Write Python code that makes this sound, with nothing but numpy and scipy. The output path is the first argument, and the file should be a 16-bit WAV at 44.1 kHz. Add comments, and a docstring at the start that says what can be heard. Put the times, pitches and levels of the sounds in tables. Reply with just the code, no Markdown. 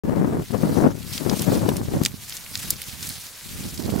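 """Walking through tall dry grass on a windy day, heard at two microphone ports over a faint field hush.
After a brief silence strong gusts buffet each port separately: lumpy noise, brighter as it grows.
From about 1.1 s a stalk drags past and others brush by in swishes of hiss and fine crackle, while dry
stems snap close by as short cracks with splintering tails, the hardest near 2.06 and 2.70 s.
The wind sinks between 2 and 3.4 s, then picks up again towards the end."""
import sys
import numpy as np
from scipy import signal
from scipy.fft import rfft, irfft
from scipy.io import wavfile
from scipy.ndimage import uniform_filter1d

SR = 44100
rng = np.random.default_rng(int(sys.argv[2]) if len(sys.argv) > 2 else 0)


def inscribe(sig):
    """Save sig as 16-bit PCM at rate SR to the path in sys.argv[1].

    A 1-D sig is mono; a 2-D sig holds one channel per row.
    Samples are clipped to [-1, 1] before scaling.
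    """
    pcm = np.round(np.clip(np.atleast_2d(sig).T, -1, 1) * 32767)
    wavfile.write(sys.argv[1], SR, pcm.astype(np.int16))


N = 176400
TIME_S = np.arange(N) / SR


def gain_of(db):
    """Amplitude factor of a level in dB."""
    return 10 ** (np.asarray(db) / 20)


def evened(x):
    """Scales x to unit RMS."""
    return x / np.sqrt(np.mean(x ** 2) + 1e-20)


def read(points, hz):
    """Interpolates a spectral table over log frequency."""
    table_hz, value = np.transpose(points)
    return np.interp(np.log(hz + 1), np.log(table_hz + 1), value)


def bell(hz, centre_hz, octaves):
    """Gaussian hump on a log-frequency axis; octaves is its standard deviation."""
    return np.exp(-.5 * (np.log2((hz + 1) / centre_hz) / octaves) ** 2)


def wander(seconds):
    """Smooth random curve of unit RMS: noise through two one-pole lowpasses of this time constant."""
    x = rng.standard_normal(N)
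    for _ in range(2):
        x = signal.lfilter([1], [1, -np.exp(-1 / (seconds * SR))], x)
    return evened(x - x.mean())


def shaped(x, db_of, size):
    """Colours x in short-time spectra; each frame's gains have unit mean power before its level."""
    overlap = size * 3 // 4
    hz, t, spectra = signal.stft(x, SR, nperseg=size, noverlap=overlap)
    colour_db, level_db = db_of(hz[:, None], t)
    gain = gain_of(colour_db)
    gain = gain / np.sqrt((gain ** 2).mean(0)) * gain_of(level_db)
    return signal.istft(spectra * gain, SR, nperseg=size, noverlap=overlap)[1][..., :N]


# likeness of the two ports: freq_hz, correlation (0-1)
PORT_LIKENESS = [(1400, 0.88), (3000, 0.46), (5500, 0.72), (9000, 0.66), (15000, 0.56)]


def pair(a, b):
    """Two ports that share part of a sound: the right mixes a and b by frequency."""
    same = np.clip(read(PORT_LIKENESS, np.fft.rfftfreq(len(a), 1 / SR)), 0, 1)
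    right = irfft(same * rfft(a) + np.sqrt(1 - same ** 2) * rfft(b), len(a))
    return np.array([a, right])


# spectrum of the field hush: freq_hz, density_db (relative, per Hz)
HUSH_SPECTRUM = [(60, 1.5), (400, -14), (1500, -4), (3000, -38.5)]
HUSH_DB = -57


def field_hush():
    """Steady faint hush of the far field: noise of fixed colour."""
    def colour(hz, t):
        return read(HUSH_SPECTRUM, hz) + 0 * t, HUSH_DB
    return shaped(pair(*rng.standard_normal((2, N))), colour, size=1024)


# buffeting spectrum in strong wind: freq_hz, density_db (relative, per Hz)
STRONG_WIND = [(20, -46), (50, -15.5), (113, -3.5), (196, 0), (349, -4), (759, -16), (1880, -32),
               (4000, -54.5)]
# buffeting spectrum in light wind: freq_hz, density_db (relative, per Hz)
LIGHT_WIND = [(20, -27), (45, 12.5), (100, 9), (200, -4.5), (400, -30), (800, -45.5)]
LIGHT_DB, STRONG_DB = -64.5, -15.5  # gust levels at which each spectrum holds
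EDDY_DB, EDDY_S, PUFF_DB, PUFF_S = 3.5, 0.0024, 4, 0.014  # fast and slow lumpiness
SLAPS_PER_S, SLAP_DB = 120, -2.5  # single sharp eddies slapping the port


def buffet(gust, tilt_db_per_octave):
    """Turbulence at one port: lumpy noise and slaps, coloured and scaled by gust strength."""
    start_s, level_db = np.transpose(gust)
    eddies_db = EDDY_DB * np.minimum(wander(EDDY_S), 2)
    puffs_db = PUFF_DB * np.minimum(wander(PUFF_S), 1)
    lumpy = gain_of(eddies_db + puffs_db)
    slow_power = uniform_filter1d(uniform_filter1d(lumpy ** 2, size=2600), size=2600)
    lumpy = lumpy / np.sqrt(slow_power)  # leaves the slow level to the gusts
    slaps = evened(np.minimum(rng.exponential(1, N), 2) * (rng.random(N) < SLAPS_PER_S / SR))
    turbulence = rng.standard_normal(N) - gain_of(SLAP_DB) * (slaps - slaps.mean())

    def colour(hz, t):
        gust_db = np.interp(t, start_s, level_db)
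        strong_share = np.clip((gust_db - LIGHT_DB) / (STRONG_DB - LIGHT_DB), 0, 1.2)
        light = read(LIGHT_WIND, hz)
        blend = light + strong_share * (read(STRONG_WIND, hz) - light)
        return blend + tilt_db_per_octave * np.log2(hz + 20), 0
    return shaped(evened(turbulence * lumpy), colour, size=2048) * gain_of(np.interp(TIME_S, start_s, level_db))


# gust strength at the left port: start_s, level_db
LEFT_GUSTS = [(0.04, -23), (0.17, -16.5), (0.41, -21.5), (0.47, -46), (0.53, -16.5), (0.6, -23),
              (0.64, -16), (0.71, -20.5), (0.85, -8), (0.95, -30.5), (1.16, -34.5), (1.18, -25),
              (1.32, -15.5), (1.36, -22.5), (1.52, -14.5), (1.61, -22), (1.67, -13), (1.76, -25.5),
              (1.81, -19.5), (1.86, -37), (1.9, -20.5), (2.02, -21.5), (2.12, -43), (2.47, -50.5),
              (2.74, -34.5), (2.95, -68), (3.07, -47), (3.4, -62), (3.47, -39.5), (3.66, -32.5), (3.8, -44),
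              (3.89, -26), (3.94, -39), (3.99, -33)]
# gust strength at the right port: start_s, level_db
RIGHT_GUSTS = [(0.05, -25.5), (0.4, -22.5), (0.49, -54), (0.6, -28.5), (0.69, -19), (0.79, -34),
               (0.85, -11.5), (0.95, -37.5), (1.2, -50), (1.42, -31.5), (1.46, -41), (1.51, -20.5),
               (1.91, -31.5), (1.95, -20.5), (2.32, -50.5), (2.67, -35.5), (2.76, -51), (2.87, -42),
               (3.11, -36.5), (3.33, -56.5), (3.64, -30.5), (3.77, -34), (3.8, -24), (3.84, -25.5),
               (3.99, -17.5)]
PORT_TILT_DB_PER_OCTAVE = 0.28


def wind():
    """Independent buffeting per port; the windward left one is brighter."""
    left = buffet(LEFT_GUSTS, PORT_TILT_DB_PER_OCTAVE)
    right = buffet(RIGHT_GUSTS, -PORT_TILT_DB_PER_OCTAVE)
    return np.array([left, right])


CRACKLES_PER_S, CRACKLE_SPREAD_DB, CRACKLE_T60_S, CRACKLE_OCTAVES = 260, 4, 0.0062, 0.94


def crackle():
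    """Sparse ticks of uneven size: decaying noise bursts of 24 colours, partly alike at both ports."""
    ticks = rng.random(N) < CRACKLES_PER_S / SR
    size = gain_of(CRACKLE_SPREAD_DB * np.minimum(rng.exponential(1, N), 4)) * ticks
    kind = rng.integers(0, 24, N)
    t, hz = np.arange(1024) / SR, np.fft.rfftfreq(1024, 1 / SR)
    a, b = rng.standard_normal((2, 24, 1024)) * gain_of(-60 * t / CRACKLE_T60_S)
    out = np.zeros((2, N))
    for k, centre_hz in enumerate(np.geomspace(2000, 15000, 24)):
        colour = 0.15 + bell(hz, centre_hz, CRACKLE_OCTAVES)
        delayed = np.roll(pair(a[k], b[k]), 64, axis=1)  # room for the zero-phase filter
        burst = irfft(rfft(delayed) * colour)
        burst = burst / np.linalg.norm(burst)
        out += signal.oaconvolve((size * (kind == k))[None], burst, axes=1)[:, :N]
    return evened(out)


# swish strength: start_s, level_db
SWISH_LEVELS = [(0.37, -49), (0.44, -44), (0.81, -38.5), (0.9, -46), (1.04, -42), (1.17, -32),
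                (1.23, -37.5), (1.42, -33), (1.48, -37), (1.56, -32), (1.61, -38.5), (1.89, -42),
                (2.02, -38.5), (2.06, -34), (2.099, -45), (2.25, -38.5), (2.33, -35.5), (2.42, -39),
                (2.71, -32.5), (2.75, -40.5), (2.87, -36.5), (2.98, -38.5), (3.04, -33.5), (3.35, -41.5),
                (3.55, -36.5), (3.99, -38.5)]
# spectrum of rubbing stalks: freq_hz, density_db (relative, per Hz)
STALK_SPECTRUM = [(500, -11.5), (1100, -10.5), (2200, -6), (4800, -3.5), (8000, -5.5), (11700, -6),
                  (15600, -9)]
CRACKLE_DB = -10  # before the common evening with the rub
FLICKER_DB, FLICKER_S, PATCH_DB = 1.47, 0.0058, 1.46  # RMS level flicker, RMS spectral patches
BRIGHTEN_DB_PER_OCTAVE_PER_DB = 0.047  # hard brushing is brighter
SCRAPE_S, SCRAPE_HALF_S, SCRAPE_HZ, SCRAPE_DB, SCRAPE_OCTAVES = 1.142, 0.017, 4570, 6, 0.59


def swish():
    """Stalks rubbing: flickering, patchy hiss plus crackle under one level curve; one stalk drags past."""
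    start_s, level_db = np.transpose(SWISH_LEVELS)
    rub = rng.standard_normal((2, N)) * gain_of(FLICKER_DB * wander(FLICKER_S))
    drive = evened(pair(*rub) + gain_of(CRACKLE_DB) * crackle())

    def colour(hz, t):
        patches = rng.standard_normal((len(t), len(hz))).T
        patches = uniform_filter1d(patches, size=10, axis=0)
        patches = evened(uniform_filter1d(patches, size=16, axis=1))
        scrape_time = np.exp(-((t - SCRAPE_S) / SCRAPE_HALF_S) ** 4)
        scrape_db = SCRAPE_DB * bell(hz, SCRAPE_HZ, SCRAPE_OCTAVES) * scrape_time
        excess_db = np.interp(t, start_s, level_db) - level_db.mean()
        tilt_db = BRIGHTEN_DB_PER_OCTAVE_PER_DB * excess_db * np.log2((hz + 2670) / 5030)
        colour_db = read(STALK_SPECTRUM, hz) + tilt_db + scrape_db + PATCH_DB * patches
        return colour_db, .5 * scrape_db.max(0)
    return shaped(drive, colour, size=256) * gain_of(np.interp(TIME_S, start_s, level_db))


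def minimum_phase(colour):
    """Gives a magnitude spectrum the phase that makes it ring only after the break."""
    log_magnitude = np.log(np.r_[colour, colour[-2:0:-1]])
    return colour * np.exp(-1j * signal.hilbert(log_magnitude).imag[:len(colour)])


# snapping stems: start_s, peak_db (mean of both ports), centre_hz, body_db (low woody hump)
STEM_SNAPS = [(1.178, -16, 3900, -4), (1.296, -15.5, 4340, -25), (1.3932, -16, 6060, -20),
              (1.4197, -8, 9800, 0), (1.6899, -16, 11000, 12), (1.7674, -13, 10100, -5),
              (2.0346, -16, 9000, -1), (2.0503, -6, 6000, -9), (2.06, -1.5, 6600, 3),
              (2.295, -19.5, 8100, -18), (2.323, -22.5, 2870, -14), (2.3672, -20, 7450, -12),
              (2.5539, -9, 5230, 0), (2.574, -19.5, 7040, -30), (2.7048, 2.5, 10460, -42),
              (2.817, -14, 11000, -2), (3.028, -17.5, 5400, -14), (3.07, -18, 7820, -10),
              (3.0903, -10.5, 12100, -16), (3.7417, -21.5, 11100, -10), (3.776, -23.5, 5000, -26)]
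SNAP_LAG_S, LEAD_S = .0006, .002  # break after start_s, buffer before start_s
CRACK_T60_S, CRACK_OCTAVES, CRACK_SIDE = 0.0017, 0.59, 0.65  # side: gain of the unshared crack
SPLINTER_DB, SPLINTER_T60_S = -13, 0.021
BODY_HZ, STEM_HZ, STEM_HALF_HZ, STEM_DB, BROAD_DB = 2670, 5030, 400, -3.5, -13.5


def snaps():
    """Each stem breaks in a sharp crack and a slower splintering tail, ringing around its centre."""
    out = np.zeros((2, N))
    t, hz = np.arange(2048) / SR - LEAD_S, np.fft.rfftfreq(2048, 1 / SR)
    broken, late_s = t >= SNAP_LAG_S, abs(t - SNAP_LAG_S)
    crack = broken * gain_of(-60 * late_s / CRACK_T60_S)
    stem = gain_of(STEM_DB) / (1 + ((hz - STEM_HZ) / STEM_HALF_HZ) ** 2)
    broad = gain_of(BROAD_DB) * hz / (hz + STEM_HZ / 2)
    noise = rng.standard_normal((len(STEM_SNAPS), 4, 2048))
    for (start_s, peak_db, centre_hz, body_db), (a, b, c, d) in zip(STEM_SNAPS, noise):
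        # the smaller the snap, the larger its share of splinter
        splinter = broken * gain_of(SPLINTER_DB - .5 * peak_db - 60 * late_s / SPLINTER_T60_S)
        body = gain_of(body_db) * bell(hz, BODY_HZ, CRACK_OCTAVES)
        colour = minimum_phase(bell(hz, centre_hz, CRACK_OCTAVES) + body + broad + stem)
        cracks = pair(crack * np.sign(a), CRACK_SIDE * crack * c)
        both = irfft(rfft(cracks + splinter * pair(d, b)) * colour)
        both = gain_of(peak_db) * both / abs(both.mean(0)).max()
        part = out[:, round((start_s - LEAD_S) * SR):][:, :2048]
        part += both[:, :part.shape[1]]
    return out


def scene():
    """Field hush, wind at each port, brushing grass and snapping stems."""
    return field_hush() + wind() + swish() + snaps()


START_S, HEADROOM, EDGE_HZ = .0354, 1.3, 15850


def record(dry):
    """Input stage overloads softly and opens after a short silence; then a lowpass limits the band."""
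    overloaded = HEADROOM * np.tanh(dry / HEADROOM)
    opening = np.clip((TIME_S - START_S) * SR / 32, 0, 1)  # 32-sample ramp
    lowpass = signal.firwin(511, EDGE_HZ, window=("kaiser", 9), fs=SR)
    return signal.oaconvolve(overloaded * opening, lowpass[None], "same")


dry = scene()
out = record(dry)
inscribe(out)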